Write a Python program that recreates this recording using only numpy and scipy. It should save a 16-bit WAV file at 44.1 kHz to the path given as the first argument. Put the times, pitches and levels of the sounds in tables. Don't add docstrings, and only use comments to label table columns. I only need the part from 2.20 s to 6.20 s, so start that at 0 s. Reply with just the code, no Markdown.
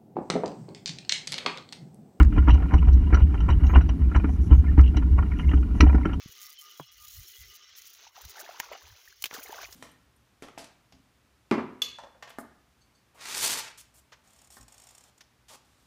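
import sys
import numpy as np
from scipy import signal
from scipy.fft import rfft, irfft
from scipy.io import wavfile
from scipy.ndimage import uniform_filter1d, minimum_filter1d

SR = 44100
rng = np.random.default_rng(int(sys.argv[2]) if len(sys.argv) > 2 else 0)


def master(y):
    cut = np.clip(np.atleast_2d(y).T, -1, 1)
    pcm = np.round(cut * 32767)
    wavfile.write(sys.argv[1], SR, pcm.astype(np.int16))


N = 176400
TIME_S, RING_TIME_S = np.arange(N) / SR, np.arange(4096) / SR
SCUFF_LEAD_S = 0.007

# freq_hz, gain_db
RUMBLE_SPECTRUM = [(15, -19), (28, -14.5), (45, -3), (58, 2), (68, 7), (82, -10.5), (100, -10.5),
                   (128, -25.5), (163, -12), (195, -18.5), (310, -18.5), (365, -34.5), (415, -31),
                   (490, -50), (700, -48.5), (1500, -57), (4000, -85)]
# time_s, level_db
SWAY_CONTOUR = [(0.0, -13), (0.2, -19), (0.38, -21.5), (0.66, -17), (0.78, -19.5), (1.0, -22), (1.49, -20),
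                (1.74, -23.5), (2.08, -23), (2.22, -22), (2.33, -19.5), (2.47, -20), (2.58, -23.5),
                (3.3, -24), (3.43, -23.5), (4.0, -25.5)]
# time_s, level_db
GRIT_CONTOUR = [(0.0, -53), (0.07, -54.5), (0.17, -47.5), (0.37, -47), (0.5, -48), (0.67, -48.5),
                (0.9, -51.5), (1.5, -47), (1.71, -51.5), (2.36, -54.5), (2.52, -52), (3.02, -53.5),
                (3.2, -48), (3.41, -59), (3.6, -47), (3.75, -49), (3.9, -46.5), (4.0, -70)]
# freq_hz, gain_db
CRUNCH_SPECTRUM = [(100, -12), (300, 14.5), (550, 4), (1000, 0.5), (1450, -4), (2200, -2), (3050, -22),
                   (3300, -32), (6200, -37.5), (7200, -53), (15000, -67)]
# freq_hz, gain_db, t60_s
FRAME_MODES = [(762, -5.5, .05), (937, -4.5, .035), (988.6, -0.5, .04), (1092, -6, .03), (1276, -7, 0.035),
               (1360, 0, .035), (1426.5, -5, 0.058), (1693, -8, 0.025), (1838, -10, 0.051),
               (1979, -9.5, .04), (2210, -11.5, 0.042), (2403, -9, 0.051)]
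# freq_hz, gain_db, t60_s
TUBE_MODES = [(2660, -1, 0.017), (2849, 5.5, 0.034), (2948, -6, 0.042), (3056, -0.5, 0.038)]
# freq_hz, gain_db, t60_s
FITTING_MODES = [(3910, -7, 0.052), (4410, -14, 0.043), (5100, -19, .03), (5624, -8.5, .035),
                 (5704, -5.5, 0.039), (5890, -6.5, .035)]
# start_s, level_db, treble_db, pitch_hz, decay_s
MOUNT_KNOCKS = [(0.0, -17, -11.5, 1380, 0.0038), (0.125, -37, -13, 1425, 0.0015),
                (0.163, -32.5, -21, 982, 0.003), (0.175, -28, -33, 880, 0.0043),
                (0.181, -26.5, -10, 1300, 0.0037), (0.222, -38.5, -22.5, 1380, 0.0023),
                (0.278, -20.5, -22, 1030, 0.0087), (0.283, -24, -16, 770, 0.0027),
                (0.293, -22, -16, 990, 0.0031), (0.341, -34.5, -7, 651, 0.0051),
                (0.354, -31.5, -15, 651, 0.004), (0.377, -36, -18, 926, 0.0035),
                (0.401, -36.5, -26, 721, 0.0031), (0.423, -32.5, -30, 719, 0.0026),
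                (0.437, -40.5, -33, 953, 0.005), (0.454, -38, -22, 764, 0.0048),
                (0.507, -33, -23, 1360, 0.0057), (0.52, -28.5, -22, 980, 0.0077),
                (0.538, -21, -14, 994, 0.0017), (0.624, -33, -25, 976, 0.004),
                (0.671, -36.5, -26, 694, 0.0039), (0.682, -33.5, -16.5, 896, 0.004),
                (0.87, -38.5, -10, 900, 0.004), (0.902, -33.5, -21, 923, 0.004),
                (0.928, -24.5, -21, 1380, 0.0038), (0.944, -20.5, -12, 1320, 0.0042),
                (0.97, -26.5, -20.5, 956, 0.0029), (0.982, -35.5, -15, 651, 0.0055),
                (1.002, -32, -28, 980, 0.0062), (1.142, -31, -15, 1110, 0.0053),
                (1.15, -37, -14, 1340, 0.0017), (1.204, -35, -4.5, 999, 0.0033),
                (1.287, -22, -18, 1034, 0.0015), (1.298, -27.5, -16, 686, 0.006),
                (1.434, -35, -9, 966, 0.0044), (1.451, -36.5, -19, 756, 0.004),
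                (1.495, -27.5, -17, 1400, 0.0044), (1.536, -24, -18, 931, 0.0036),
                (1.555, -14.5, -26, 1100, 0.0044), (1.564, -27, -31, 1230, 0.0046),
                (1.581, -33, -18, 970, 0.004), (1.609, -30.5, -10, 1340, 0.0045),
                (1.691, -30, -4, 904, 0.0036), (1.915, -35.5, -29, 1350, 0.0034),
                (1.947, -24, -11.5, 1390, 0.0064), (1.96, -23, -18.5, 1350, 0.0044),
                (1.997, -35.5, -11, 747, 0.0036), (2.043, -27, -19, 1400, 0.002),
                (2.089, -33.5, -21, 704, 0.0038), (2.309, -30.5, -7.5, 1015, 0.0098),
                (2.325, -30.5, -15, 802, 0.004), (2.347, -37, -8, 682, 0.0057),
                (2.44, -38.5, -18, 1320, 0.0054), (2.576, -30.5, -18, 903, 0.0094),
                (2.59, -23.5, -15, 1330, 0.0085), (2.744, -35.5, -17, 662, 0.0028),
                (2.768, -29.5, -3.5, 1950, 0.0057), (2.822, -35, -23, 930, 0.003),
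                (2.982, -30.5, -29, 1010, 0.0035), (2.986, -24, -32, 990, 0.0034),
                (3.024, -32, -14.5, 1070, 0.003), (3.117, -38, -20, 2180, 0.0045),
                (3.194, -32, -9.5, 1300, 0.003), (3.291, -38.5, -10, 980, 0.0056),
                (3.314, -32.5, -7, 1410, 0.0043), (3.334, -29, -12, 1240, 0.0037),
                (3.373, -40.5, -6, 651, 0.0035), (3.427, -39, -11, 1280, 0.005),
                (3.551, -39.5, -30, 988, 0.0036), (3.633, -24, -27, 710, 0.004),
                (3.665, -26.5, -25, 727, 0.0032), (3.696, -27.5, -38, 965, 0.0021),
                (3.727, -30, -33, 743, 0.0034), (3.747, -25.5, -27, 734, 0.0062),
                (3.781, -32.5, -29, 655, 0.004), (3.854, -22, -12.5, 1350, 0.0031),
                (3.892, -35, -31, 1390, 0.004), (3.914, -36.5, -23, 1320, 0.0036),
                (3.933, -33.5, -5, 885, 0.004)]
# freq_hz, gain_db
SNAP_SPECTRUM = [(300, -29.5), (1500, 15), (3000, -8), (6000, -2.5), (7500, -9.5), (10000, -30),
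                 (13500, -38.5), (16000, -49.5)]
# start_s, level_db
BODY_BOUNCES = [(0.003, -6), (0.18, -4), (0.287, -5.5), (0.322, -3), (0.533, -1), (0.672, -3),
                (0.732, -11.5), (0.926, -5.5), (1.017, -4), (1.293, -2.5), (1.357, -6.5), (1.423, -7),
                (1.555, -4.5), (1.811, -12), (1.955, -4), (2.029, -31), (2.184, -17), (2.311, 0),
                (2.373, -3), (2.58, 0.5), (2.757, -9), (2.826, -12), (2.906, -6.5), (2.981, -6),
                (3.262, -8.5), (3.333, -8), (3.6, -1.5), (3.649, -5.5), (3.75, -16)]
# freq_hz, gain_db, t60_s
BODY_MODES = [(66.73, 3.5, 0.21), (50.7, -10.5, 0.098), (98, -0.5, 0.08)]
# start_s, level_db
JOINT_THUDS = [(0.001, -9), (0.175, -13), (0.274, -14.5), (0.528, -22), (0.544, -16.5), (0.926, -16.5),
               (1.293, -28), (1.556, -18), (1.571, -12.5), (1.956, -19), (2.04, -13), (2.312, -13.5),
               (2.579, -10), (2.769, -19), (2.86, -33), (3.333, -14.5), (3.602, -9.5), (3.623, -6.5),
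               (3.745, -12.5), (3.857, -13.5)]
# freq_hz, gain_db, t60_s
COT_MODES = [(169, -2.5, 0.073), (231.7, -7.5, 0.12), (276, -0.5, 0.083), (306.4, -1, 0.094),
             (403.2, -10.5, 0.082)]
# start_s, level_db
DRY_CLICKS = [(.0315, -34), (.0495, -40.5), (.3365, -53), (1.5845, -45), (2.613, -41), (2.629, -66.5)]
# start_s, level_db
HANDLE_RATTLES = [(0.2842, -34), (0.3042, -27.5), (0.3144, -31), (0.5816, -37), (0.6804, -45),
                  (1.0183, -41.5), (1.1774, -44.5), (1.205, -45), (1.3, -31), (1.325, -38.5), (1.4656, -40),
                  (1.5477, -28), (1.6086, -41), (2.6369, -40), (2.6602, -38.5), (2.6775, -36),
                  (3.1894, -35.5), (3.2014, -45), (3.2923, -33), (3.673, -42.5), (3.931, -37)]
# start_s, level_db
FITTING_TICKS = [(0.2923, -47), (0.3063, -43.5), (0.341, -47.5), (0.5366, -47), (0.58, -55), (0.7292, -50),
                 (0.9438, -37.5), (0.9966, -57), (1.205, -50), (1.3026, -44.5), (1.4666, -46.5),
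                 (1.56, -50), (1.614, -53), (1.6897, -45), (1.9605, -45), (2.583, -51), (2.6764, -59.5),
                 (2.7686, -38), (3.855, -51.5), (3.9335, -56)]
# start_s, length_s, pitch_hz, level_db
THIN_SQUEAKS = [(1.442, 0.097, 6500, -62), (2.328, 0.083, 6440, -66.5)]
# start_s, length_s, level_db
SOFT_RUSTLES = [(2.081, .095, -65.5), (2.202, .095, -65.5), (3.176, 0.061, -66.5), (3.241, .2, -68),
                (3.545, 0.056, -65), (3.684, .06, -68.5)]
# freq_hz, gain_db
RUSTLE_SPECTRUM = [(4500, -29), (5800, -1), (6600, -7), (7600, -14), (9200, -19), (10400, -7.5),
                   (11500, -15), (15000, -32)]
# start_s, length_s, pitch_hz, level_db
PLASTIC_CREAKS = [(2.461, .016, 2190, -46), (2.475, 0.032, 1784, -44.5), (3.115, 0.012, 2170, -41.5),
                  (3.132, 0.013, 1880, -47), (3.225, .03, 2110, -47.5), (3.274, 0.022, 2110, -48),
                  (3.83, 0.01, 2080, -43.5)]
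# freq_hz, gain_db, t60_s
CLACK_MODES = [(992, -3.5, 0.074), (1320, 0, 0.05), (1690, -7, 0.034), (1947, 0.5, 0.055), (2307, 1, 0.039),
               (2579, -3, .03), (2940, 2.5, 0.03), (4020, -4, .028), (4280, -7.5, .022), (5700, 2.5, 0.025),
               (5950, -2, 0.028)]
# freq_hz, gain_db
CLACK_SPECTRUM = [(300, -12), (550, -4), (950, 0.5), (1500, 0.5), (2000, 1.5), (2900, 2), (3350, -21),
                  (4100, -4), (4900, -17.5), (5850, -3), (6700, -26), (8500, -32), (12300, -34),
                  (15500, -47)]
# freq_hz, level_db
WHINE_TONES = [(8781, -86), (11715, -79)]
# freq_hz, gain_db
HISS_SPECTRUM = [(300, -19.5), (2000, 1.5), (3500, 6), (6000, 1), (8000, -3), (11500, -3.5),
                 (12300, -12), (15500, -10.5)]


def amp(db):
    return 10 ** (np.asarray(db) / 20)


def unit_rms(x):
    return x / np.sqrt(np.mean(x ** 2) + 1e-20)


def unit_peak(x):
    return x / np.sqrt(uniform_filter1d(x ** 2, size=130).max() + 1e-20)


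def add(mix, start_s, sound):
    part = mix[max(round(start_s * SR), 0):][:len(sound)]
    part += sound[:len(part)]


def wander(n, smooth_samples):
    return unit_rms(uniform_filter1d(rng.standard_normal(n), size=smooth_samples))


def coloured(x, spectrum):
    hz, db = np.transpose(spectrum)
    bins_hz = np.fft.rfftfreq(len(x), 1 / SR)
    gain = amp(np.interp(np.log(bins_hz + 1), np.log(hz), db))
    return unit_rms(irfft(rfft(x) * gain, len(x)))


def muffled(x, cutoff_hz):
    return signal.sosfilt(signal.butter(6, cutoff_hz, fs=SR, output="sos"), x)


def focused(rows, pitch_hz, cut_db=10):
    return [(hz, db - cut_db * min(abs(np.log2(hz / pitch_hz)), 1), *rest) for hz, db, *rest in rows]


def ring(modes, scatter_db=0, detune=0):
    hz, db, t60_s = np.transpose(modes)[:, :, None]
    gain_draw, pitch_draw, sign_draw = rng.uniform(-1, 1, (len(modes), 3)).T[:, :, None]
    gain = amp(db + scatter_db * gain_draw) * np.sign(sign_draw)
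    tones = np.sin(2 * np.pi * hz * (1 + detune * pitch_draw) * RING_TIME_S)
    return (gain * amp(-60 * RING_TIME_S / t60_s) * tones).sum(0)


def chatter(sound, decay_s, hits_per_s, first_gain):
    t = np.arange(SR // 16) / SR
    hits = rng.standard_normal(len(t)) * (rng.random(len(t)) < hits_per_s / SR) * np.exp(-t / decay_s)
    hits[0] = first_gain
    return unit_peak(signal.fftconvolve(sound, hits)[:len(sound)])


def burst(spectrum, rise_s, decay_s, tail_db, tail_s):
    t = RING_TIME_S
    envelope = (1 - np.exp(-t / rise_s)) * (np.exp(-t / decay_s) + amp(tail_db) * np.exp(-t / tail_s))
    return unit_peak(coloured(rng.standard_normal(len(t)), spectrum) * envelope)


def rumble(level_db=-19.5, deep_hz=110, sway_depth=0.88):
    noise = amp(level_db) * coloured(rng.standard_normal(N), RUMBLE_SPECTRUM)
    deep = signal.sosfiltfilt(signal.butter(2, deep_hz, fs=SR, output="sos"), noise)
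    sway_db = np.interp(TIME_S, *np.transpose(SWAY_CONTOUR))
    return noise - deep + deep * amp(sway_depth * (sway_db - sway_db.mean()))


def grit(grains_per_s=900, spread_db=3.5, swell_db=3):
    flutter = sum(np.sin(2 * np.pi * (hz * TIME_S + rng.random())) for hz in np.geomspace(6, 45, 24))
    swell = amp(swell_db * unit_rms(flutter))

    def grains(per_s):
        hit = rng.random(N) < per_s / SR
        sizes = rng.laplace(0, 1, SR // 4)[:hit.sum()]
        train = np.zeros(N)
        train[hit] = np.sign(sizes) * amp(spread_db * np.minimum(abs(sizes), 3.5))
        return train * swell

    def tapped(modes):
        per_s = grains_per_s / len(modes)
        return unit_rms(sum(signal.oaconvolve(grains(per_s), ring([mode]))[:N] for mode in modes))

    crunch = amp(-4) * coloured(grains(grains_per_s), CRUNCH_SPECTRUM)
    taps = amp(-4) * tapped(FRAME_MODES) + amp(-13) * tapped(TUBE_MODES)
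    metal = amp(-27) * tapped(FITTING_MODES)
    level_db = np.interp(TIME_S, *np.transpose(GRIT_CONTOUR))
    return (muffled(crunch + taps, cutoff_hz=3300) + metal) * amp(level_db)


def knocks(rise_s=0.0011, scuff_db=-14, grit_db=-30):
    out, crushed = np.zeros((2, N))
    t = RING_TIME_S
    attack = 1 - np.exp(-t / rise_s)
    scuff_envelope = t / SCUFF_LEAD_S * np.exp(1 - t / SCUFF_LEAD_S)
    for start_s, db, treble_db, pitch_hz, decay_s in MOUNT_KNOCKS:
        spectrum = focused(CRUNCH_SPECTRUM, pitch_hz)
        frame = ring(focused(FRAME_MODES, pitch_hz), scatter_db=6.5, detune=0.014) * attack
        frame = chatter(frame, decay_s, hits_per_s=1800, first_gain=1.1)
        tubes = ring(TUBE_MODES, scatter_db=2.5, detune=0.006) * attack
        tubes = chatter(tubes, decay_s, hits_per_s=1300, first_gain=1)
        crunch = burst(spectrum, rise_s=0.0018, decay_s=decay_s, tail_db=-15, tail_s=0.025)
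        add(out, start_s, amp(db) * (amp(-5) * frame + amp(-8) * crunch + amp(treble_db - 5.5) * tubes))
        scuff = coloured(rng.standard_normal(len(t)), spectrum) * scuff_envelope
        add(out, start_s - SCUFF_LEAD_S, amp(db + scuff_db) * scuff)
        snap = burst(SNAP_SPECTRUM, rise_s=0.0001, decay_s=0.0004, tail_db=-25, tail_s=0.004)
        crackle = chatter(snap, decay_s=0.02, hits_per_s=830, first_gain=0.2)
        add(crushed, start_s, amp(db + grit_db) * crackle)
    return muffled(out, cutoff_hz=3600) + crushed


def jolts(bounce_db=-3, bounce_rise_s=0.0095, thud_db=-4, thud_rise_s=0.0024):
    out, t = np.zeros(N), np.arange(SR // 4) / SR
    swing = sum(amp(db - 60 * t / t60_s) * np.sin(2 * np.pi * hz * t) for hz, db, t60_s in BODY_MODES)
    bounce = unit_peak(swing * (1 - np.exp(-(t / bounce_rise_s) ** 2)))
    for start_s, db in BODY_BOUNCES:
        add(out, start_s, amp(db + bounce_db) * bounce)
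    attack = 1 - np.exp(-RING_TIME_S / thud_rise_s)
    for start_s, db in JOINT_THUDS:
        thud = unit_peak(ring(COT_MODES, scatter_db=0.5, detune=0.046) * attack)
        add(out, start_s, amp(db + thud_db) * thud)
    return out


def clicks():
    out = np.zeros(N)
    for start_s, db in DRY_CLICKS:
        snap = burst(SNAP_SPECTRUM, rise_s=0.0001, decay_s=0.0007, tail_db=-35.5, tail_s=0.005)
        add(out, start_s, amp(db) * snap)
    return out


def rattles(gain_db=-4):
    out = np.zeros(N)
    for start_s, db in HANDLE_RATTLES:
        tubes = ring(TUBE_MODES, scatter_db=1.5, detune=0.01)
        tubes = chatter(tubes, decay_s=0.009, hits_per_s=510, first_gain=0.94)
        add(out, start_s, amp(db + gain_db) * tubes)
    return muffled(out, cutoff_hz=3400)


def ticks(metal_db=-4, snap_db=-14):
    out = np.zeros(N)
    for start_s, db in FITTING_TICKS:
        metal = ring(FITTING_MODES, scatter_db=5, detune=0.008)
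        metal = chatter(metal, decay_s=0.006, hits_per_s=1200, first_gain=1.1)
        snap = burst(SNAP_SPECTRUM, rise_s=0.0006, decay_s=0.002, tail_db=-12, tail_s=0.012)
        add(out, start_s, amp(db + metal_db) * metal + amp(db + snap_db) * snap)
    return out


def squeaks(waver=0.012, octave_db=-5):
    out = np.zeros(N)
    for start_s, length_s, pitch_hz, db in THIN_SQUEAKS:
        n = int(length_s * SR)
        phase = 2 * np.pi * np.cumsum(pitch_hz * (1 + waver * wander(N, smooth_samples=40)[:n])) / SR
        tone = unit_rms(np.sin(phase) + amp(octave_db) * np.sin(2 * phase))
        add(out, start_s, amp(db) * signal.windows.tukey(n, 0.3) * tone)
    return out


def rustles(clump_db=3):
    out = np.zeros(N)
    for start_s, length_s, db in SOFT_RUSTLES:
        n = int(length_s * SR)
        clumps = amp(clump_db * wander(N, smooth_samples=120))
        noise = coloured(rng.standard_normal(N) * clumps, RUSTLE_SPECTRUM)[:n]
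        add(out, start_s, amp(db) * signal.windows.tukey(n, 0.3) * noise)
    return out


def creaks(width_hz=110):
    out = np.zeros(N)
    for start_s, length_s, pitch_hz, db in PLASTIC_CREAKS:
        t = np.arange(int(length_s * SR)) / SR
        hz = pitch_hz + width_hz * wander(SR // 4, smooth_samples=60)[:len(t)]
        tone = np.sqrt(2) * np.sin(2 * np.pi * np.cumsum(hz) / SR)
        add(out, start_s, amp(db) * np.sin(np.pi * t / length_s) * tone)
    return out


def clack(start_s=3.606, level_db=-14, rise_s=0.0011, scuff_db=-17):
    out = np.zeros(N)
    plastic = unit_peak(ring(CLACK_MODES) * (1 - np.exp(-(RING_TIME_S / rise_s) ** 2)))
    snap = burst(CLACK_SPECTRUM, rise_s=0.0022, decay_s=0.0033, tail_db=-24, tail_s=0.014)
    scuff = burst(CRUNCH_SPECTRUM, rise_s=0.0088, decay_s=0.02, tail_db=-15, tail_s=0.025)
    add(out, start_s, amp(level_db) * (plastic + snap))
    add(out, start_s - SCUFF_LEAD_S, amp(level_db + scuff_db) * scuff)
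    return out


def scene():
    ride = jolts() + rumble() + grit() + knocks()
    hardware = rattles() + ticks() + clicks()
    return (ride + hardware + clack() + creaks() + squeaks() + rustles())[None]


def record(dry, hiss_db=-67.5, ceiling=0.92, cutoff_hz=15700):
    whine = sum(amp(db) * np.sqrt(2) * np.sin(2 * np.pi * hz * TIME_S) for hz, db in WHINE_TONES)
    mix = dry + whine + amp(hiss_db) * coloured(rng.standard_normal(N), HISS_SPECTRUM)
    gain = ceiling / np.maximum(abs(mix), ceiling)
    gain = uniform_filter1d(minimum_filter1d(gain, size=900), size=700)
    lowpass = signal.firwin(511, cutoff_hz, window=("kaiser", 9), fs=SR)
    return signal.oaconvolve(mix * gain, lowpass[None], "same")


dry = scene()
out = record(dry)
master(out)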